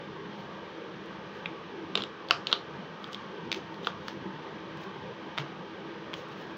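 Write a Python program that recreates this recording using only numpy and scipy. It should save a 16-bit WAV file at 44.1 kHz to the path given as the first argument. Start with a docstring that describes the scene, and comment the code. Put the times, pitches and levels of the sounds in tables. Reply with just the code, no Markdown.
"""A fan whirs and hums in a small room: a turbulent rush of air over wavering motor tones.
Fingers brush and nails tick as oil pastels are put into a moulded plastic tray and picked out again.
Each stick clicks against its slot and its neighbours, and the impact excites the thin tray's modes.
Between clicks the sticks slide with a stick-slip rasp; now and then the hand bumps the desk."""
import sys
import numpy as np
from scipy import signal
from scipy.fft import rfft, irfft, next_fast_len
from scipy.io import wavfile
from scipy.ndimage import uniform_filter1d

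SR = 44100
rng = np.random.default_rng(int(sys.argv[2]) if len(sys.argv) > 2 else 0)


def put_to_file(sound):
    """Save the sound as 16-bit audio at rate SR, in the file named by the first command-line argument."""
    columns = np.atleast_2d(sound).T  # one column per channel
    safe = np.clip(columns, -1, 1)
    whole_steps = np.round(safe * 32767)
    wavfile.write(sys.argv[1], SR, whole_steps.astype(np.int16))


N = 289737

# spectrum of the touch, with a faint added sheen near 15 kHz: (frequency [Hz], relative level [dB])
TOUCH_SPECTRUM = [(500, -5.5), (3200, 9.5), (6300, -3), (8000, -20.5), (9300, -21.5), (11500, -33),
                  (13500, -20), (15000, -8), (17000, -21)]


def amp(db):
    """Amplitude ratio of a level in decibels."""
    return 10 ** (np.asarray(db) / 20)


def unit(x):
    """Normalisation to rms 1."""
    return x / np.sqrt(np.mean(x ** 2) + 1e-20)


def curve(points, hz):
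    """Interpolation on a logarithmic frequency axis."""
    f, value = np.transpose(points)
    return np.interp(np.log(hz + 1), np.log(f + 1), value)


def add(mix, s, sound):
    """Superposition of a sound starting at time s."""
    part = mix[max(round(s * SR), 0):][:len(sound)]
    part += sound[:len(part)]


def colour(x, db_at):
    """Zero-phase filtering by a function from Hz to dB."""
    size = next_fast_len(len(x))
    gain = amp(db_at(np.fft.rfftfreq(size, 1 / SR)))
    return irfft(rfft(x, size) * gain, size)[:len(x)]


def wander(rate_hz):
    """Random modulation: low-passed noise of rms 1."""
    return unit(colour(rng.standard_normal(N), lambda hz: -40 * np.log10(1 + (hz / rate_hz) ** 2)))


def impulse(gain):
    """Minimum phase: the most sudden causal pulse with this spectrum."""
    log_gain = np.log(np.r_[gain, gain[-2:0:-1]] + 1e-6)
    return np.fft.ifft(np.exp(np.conj(signal.hilbert(log_gain)))).real


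def fan_air(level_db=-43, flutter_db=0.4):
    """Flow noise: a broadband rush with spectral peaks; a faint sheen rides near 15 kHz."""
    # spectrum of the rush: (frequency [Hz], relative level [dB])
    spectrum = [(25, -50), (50, -19.5), (95, -13), (160, 2), (260, -6.5), (420, 0.5), (700, -9), (1000, -7),
                (2100, -17.5), (3200, -14), (4600, -25.5), (6000, -31), (8000, -55), (11000, -65)]
    # peaks and one dip of the rush, plus a faint added sheen near 15 kHz: (frequency [Hz], width [Hz], gain
    # [dB])
    peaks = [(94, 19, 6), (203, 45, 2.5), (512, 56, 2.5), (892, 109, 5.5), (1170, 173, 5), (1420, 97, -4),
             (1564, 265, 7.5), (1880, 136, 5.5), (2240, 340, 3.5), (3030, 180, 1.5), (15200, 1300, 16.5)]

    def air_db(hz):
        peaks_db = sum(db * np.exp(-2 * ((hz - f) / width) ** 2) for f, width, db in peaks)
        return curve(spectrum, hz) + peaks_db

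    envelope = amp(level_db + flutter_db * wander(rate_hz=14))
    rush = colour(rng.standard_normal(N), air_db)
    return envelope * unit(eddies(rush))


def eddies(x, patchy_db=2.5, below_hz=1900):
    """Turbulence lifts and drops narrow bands of the low rush for about a tenth of a second."""
    hz, _, spectra = signal.stft(x, SR, nperseg=1024)
    patches = uniform_filter1d(rng.standard_normal(spectra.shape), size=4, axis=0)  # across frequency
    patches = unit(uniform_filter1d(patches, size=10, axis=1))  # across time
    depth_db = patchy_db / (1 + (hz / below_hz) ** 2)
    return signal.istft(spectra * amp(depth_db[:, None] * patches), SR, nperseg=1024)[1][:N]


def fan_hum(waver_db=5.0, drift_rad=0.96):
    """Random amplitude and phase modulation roughens the motor's tones."""
    # motor tones: (frequency [Hz], rms level before the swell [dB], share of the swell [dB/dB])
    tones = [(198, -55.5, 0.035), (260.3, -61.5, 0.34), (328.2, -50.5, 0.75), (392.3, -56, 0.27),
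             (457, -62, -0.11)]
    # slow swell and sinking of the hum: (time [s], level [dB])
    swell = [(0, -3.5), (1.95, 0), (2.45, -6), (3.05, -15), (3.6, 3.5), (4, -5), (4.25, 6), (5.1, -5),
             (5.35, 3.5), (5.75, 3.5), (6, -6), (6.57, 0)]
    hum, t = np.zeros(N), np.arange(N) / SR
    swell_db = np.interp(t, *np.transpose(swell))
    for hz, db, share in tones:
        waver = amp(waver_db * wander(rate_hz=20))
        phase = 2 * np.pi * hz * t + drift_rad * wander(rate_hz=13)
        hum += amp(db + share * swell_db) * unit(waver * np.sin(phase))
    return hum


def fingers(scratch_db=4.0):
    """Friction noise: a hiss that swells and fades, scratchy as the skin grips and slips."""
    # strokes over paper and sticks: (centre time [s], duration [s], level [dB])
    brushes = [(0.4, .08, -65), (1.38, 0.065, -64), (3.036, 0.057, -60), (3.75, 0.18, -67), (4.1, .14, -65),
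               (4.817, .06, -57), (6.2, 0.05, -59), (6.31, 0.039, -61), (6.4, 0.06, -56.5),
               (6.51, 0.074, -65)]
    t = np.arange(N) / SR
    touch = sum(amp(db) * np.exp(-2 * ((t - s) / length) ** 2) for s, length, db in brushes)
    grain = rng.standard_normal(N) * amp(scratch_db * wander(rate_hz=150))
    return touch * unit(colour(grain, lambda hz: curve(TOUCH_SPECTRUM, hz)))


def nails(ring_db=14, width_hz=600):
    """Impulse excitation: a nail catching on a stick gives a dry tick with one high resonance."""
    # nail catches: (time [s], energy level [dB], resonance [Hz])
    catches = [(1.0602, -34, 9300), (3.078, -37, 7600), (3.7437, -28, 4370), (4.7738, -33, 7600),
               (4.8165, -34, 9400), (4.9858, -42, 9000), (6.287, -35, 8200)]
    out, hz = np.zeros(N), np.fft.rfftfreq(512, 1 / SR)
    for s, energy_db, ring_hz in catches:
        resonance_db = ring_db * np.exp(-((hz - ring_hz) / width_hz) ** 2)
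        tick = impulse(amp(curve(TOUCH_SPECTRUM, hz) + resonance_db))
        add(out, s, amp(energy_db) * tick / np.linalg.norm(tick))
    return out


def desk(rise_s=0.011, t60=0.2):
    """Damped oscillation: the soft hand sets the desk top booming."""
    # bumps of the hand: (time [s], peak level [dB], frequency [Hz])
    bumps = [(1.455, -42.5, 172.6), (1.946, -43, 207), (2.0, -42, 207), (4.255, -34.5, 189),
             (4.332, -41, 151), (4.524, -40, 205), (4.549, -45, 309), (5.39, -35, 142.4)]
    out, t = np.zeros(N), np.arange(SR // 2) / SR
    for s, db, hz in bumps:
        envelope = (1 - np.exp(-t / rise_s)) * amp(-60 * t / t60)
        boom = envelope * np.sin(2 * np.pi * hz * t)
        add(out, s, amp(db) * boom / abs(boom).max())
    return out


def click(force_db, knock_hz, octaves, floor_db, tilt_db, edge_db, overtone_hz, overtone_db):
    """Impact of energy 1: the stick's knock and overtone, the tray floor and an edge add in power."""
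    # response of the thin tray floor: (frequency [Hz], relative level [dB])
    floor_spectrum = [(100, -35), (450, -3), (800, -10), (1180, 3.5), (1550, -4.5), (1950, -13),
                      (3000, -82)]
    # edge tick, with a faint added sheen near 15 kHz: (frequency [Hz], relative level [dB])
    edge_spectrum = [(300, -15.5), (2000, -2), (4000, 1.5), (5000, -1), (6300, -14), (7300, -19.5),
                     (9000, -32.5), (12500, -45), (15000, -22.5), (17000, -29.5)]
    hz, t = np.fft.rfftfreq(2048, 1 / SR) + 1, np.arange(2048) / SR
    knock = 1 / (1 + abs(np.log2(hz / knock_hz) / octaves) ** 5)
    overtone = amp(overtone_db) / (1 + ((hz - overtone_hz) / 380) ** 4)  # half-width 380 Hz
    floor = amp(floor_db + curve(floor_spectrum, hz) + tilt_db * np.log2(np.maximum(hz, 300) / 1100))
    # the very top of the tick grows less than the rest on loud clicks
    top_cut_db = 0.16 * force_db * np.clip((hz - 9000) / 5000, 0, 1)
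    edge = amp(edge_db + curve(edge_spectrum, hz) - top_cut_db)
    pulse = impulse(np.sqrt(knock ** 2 + overtone ** 2 + floor ** 2 + edge ** 2))
    # dispersion: bending waves in the tray carry the treble faster than the bass
    lag_cycles = 0.000918 * np.sqrt(hz * knock_hz)
    pulse = irfft(rfft(pulse) * np.exp(-2j * np.pi * lag_cycles))
    pulse *= np.minimum(2 - 2 * t / t[-1], 1) ** 2  # fade over the second half
    add(pulse, 0.0013, 0.056 * pulse)  # reflection from a near surface
    return pulse / np.linalg.norm(pulse)


def tray(blow, coupling_db=-23):
    """Modal response: the tray rings as a sum of damped sinusoids."""
    # tray modes: (frequency [Hz], relative level [dB], T60 [s])
    modes = [(487, -21, 0.11), (694, -17, 0.18), (940, -24.5, 0.24), (1164, -28, 0.14), (1220, -35, .1),
             (2100, -35, .12), (3020, -47, 0.1), (3480, -45, .08)]
    t = np.arange(SR // 2) / SR
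    ring = sum(amp(db - 60 * t / t60) * np.cos(2 * np.pi * hz * t) for hz, db, t60 in modes)
    return amp(coupling_db) * signal.fftconvolve(blow, ring)


def chatter(blow, t60=0.012, rise_s=0.0009):
    """Rebounds: the stick rattles in its slot for a few milliseconds after a blow."""
    t = np.arange(len(blow)) / SR
    contacts = rng.standard_normal(len(t)) * amp(-60 * t / t60) * (1 - np.exp(-(t / rise_s) ** 2))
    return np.std(blow) * unit(signal.fftconvolve(blow, contacts)[:len(t)])


def sticks(middling_db=-1, ring_db=-7.5, chatter_db=-4.5):
    """Excitation and response: each blow drives the tray, a rattle and the room from its own spot."""
    # sticks striking the tray and each other: (time [s], energy level [dB], knock frequency [Hz],
    # knock half-width [octaves], floor gain [dB], floor tilt [dB/octave], edge gain [dB],
    # overtone frequency [Hz], overtone gain [dB])
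    impacts = [ (1.458, -7.5, 2420, .24, -8.5, 6, -28, 3480, -6),
               (1.9537, 1, 3130, 0.37, -6.5, -2.5, -21, 7200, -25),
               (1.955, -6.5, 3700, 0.19, -4, -5, -10, 5070, -11),
               (1.9747, -5.5, 3180, 0.51, -3.5, -6.5, -18, 6950, -24),
               (2.006, -14.5, 3110, .19, -4, 1, -22, 3730, -14),
               (2.0207, -10, 3600, .26, -8, 6, -18, 5090, -15),
               (2.037, -11, 3270, 0.29, -9, 10, -13, 7420, -25),
               (2.2865, -20, 3400, .46, -14, -2, -10, 4390, -1),
               (2.3087, 7, 2810, 0.22, -2.5, 4, -9.5, 4650, -9),
               (2.3115, -1, 2300, .2, 10, -1.5, -14, 5100, 0),
               (2.4697, -4, 3310, 0.44, -20, 2, -19, 6740, -20),
               (2.516, -12.5, 3580, .25, 0, 6, -13, 3970, 4),
               (2.5274, 6, 3500, 0.31, -8, -1.5, -19.5, 5580, -26),
               (3.0424, -16.5, 3460, .24, -4, 3, -13, 4890, -11),
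               (3.131, -19.5, 3840, 0.79, -12, 0, 0, 3350, 6),
               (3.1455, -13, 3200, .17, -26, 4, -12, 3830, -2),
               (3.5167, -5, 2980, 0.59, -10, 1, -12, 6060, -10),
               (3.5267, -6, 2380, 0.3, -12, -2, -8, 3600, -1),
               (3.545, -12.5, 2660, 0.47, -11, -8, -9, 6220, -17),
               (3.8464, -17, 3470, .31, -2, 7, -21, 3750, 1),
               (3.8706, -0.5, 3100, .37, 8.5, 1.5, -12, 3450, 5.5),
               (4.0823, -11, 3440, 0.33, 8.5, 10, -0.5, 5500, -11),
               (5.3776, -6.5, 2270, .33, 4, 0, -13, 3370, 4),
               (5.3835, -5, 3300, 0.26, 5, -2, -9.5, 2080, 0), (6.133, -16, 2560, 0.52, 6, 1, -17, 3170, 4),
               (6.139, -10.5, 2190, .46, -4, 1, -7.5, 3200, 6)]
    out = np.zeros(N)
    for s, energy_db, *timbre in impacts:
        force_db = energy_db - middling_db
        blow = amp(energy_db) * click(force_db, *timbre)
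        add(out, s, blow)
        add(out, s, amp(ring_db + 0.59 * force_db) * tray(blow))  # a firm blow rings the tray more
        add(out, s, amp(chatter_db) * chatter(blow))
        add(out, s, room(blow, wet_db=-13.5))
    return out


def slides(slips_per_s=3000, spread_db=5.5, plain_db=-48.5):
    """Stick-slip friction: a sliding pastel catches and lets go in many tiny pulses."""
    # slides in the slots: (time [s], duration [s], level [dB])
    strokes = [(1.964, 0.06, -39.5), (2.296, 0.014, -37), (2.456, 0.13, -42), (3.097, 0.066, -61),
               (3.51, 0.091, -49.5), (3.82, 0.1, -49), (4.063, 0.055, -48), (5.365, 0.069, -41),
               (6.12, 0.1, -56)]
    # the rasp, with a faint added sheen near 15 kHz: (frequency [Hz], relative level [dB])
    spectrum = [(300, -3.5), (2000, -2.5), (3400, 2.5), (4500, -7), (6500, -11.5), (8000, -33),
                (12500, -45), (15000, -22), (17000, -48)]
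    slips = (rng.random(N) < slips_per_s / SR) * rng.choice([-1, 1], N)
    slips = slips * amp(spread_db * np.minimum(rng.exponential(1, N), 3))
    out = np.zeros(N)
    for s, length, db in strokes:
        tilt_db = 0.5 * (plain_db - db)  # per octave: a light slide is brighter than a pressed one
        stroke = slips[round(s * SR):][:round(length * SR)]
        rasp = colour(stroke, lambda hz: curve(spectrum, hz) + tilt_db * np.log2(np.clip(hz, 1000, 9000)))
        add(out, s, amp(db) * unit(rasp) * np.hanning(len(rasp)) ** .5)
    return out


def room(x, wet_db=-11, build_s=0.0059, dull_hz=7200):
    """Reverberation: reflections build up quickly, lose top treble and decay band by band."""
    # reverberation times: (frequency [Hz], T60 [s])
    decay_times = [(200, 0.11), (1000, 0.31), (3500, 0.16), (7000, 0.32), (15000, 0.2)]
    hz, t, spectra = signal.stft(rng.standard_normal(SR // 2), SR, nperseg=256)
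    shelf = 1 / (1 + (hz / dull_hz) ** 12) + .3
    decay = amp(-60 * t / curve(decay_times, hz)[:, None])
    tail = signal.istft(spectra * shelf[:, None] * decay, SR, nperseg=256)[1]
    tail *= 1 - np.exp(-(np.arange(len(tail)) / SR / build_s) ** 2)
    return amp(wet_db) * signal.fftconvolve(x, tail / np.linalg.norm(tail))


def scene(low_cut_hz=220):
    """Superposition of pastels, desk and fan; the tray is too small to radiate bass."""
    rubbing = slides() + fingers()
    pastels = sticks() + nails() + rubbing + room(rubbing)[:N]
    low_cut = signal.butter(2, low_cut_hz, "highpass", fs=SR, output="sos")
    return (signal.sosfilt(low_cut, pastels) + desk() + fan_air() + fan_hum())[None]


def record(dry):
    """Band limiting: a linear-phase low-pass at 15950 Hz."""
    low_pass = signal.firwin(511, 15950, window=("kaiser", 9), fs=SR)
    return signal.oaconvolve(dry, low_pass[None], "same")


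dry = scene()
out = record(dry)
put_to_file(out)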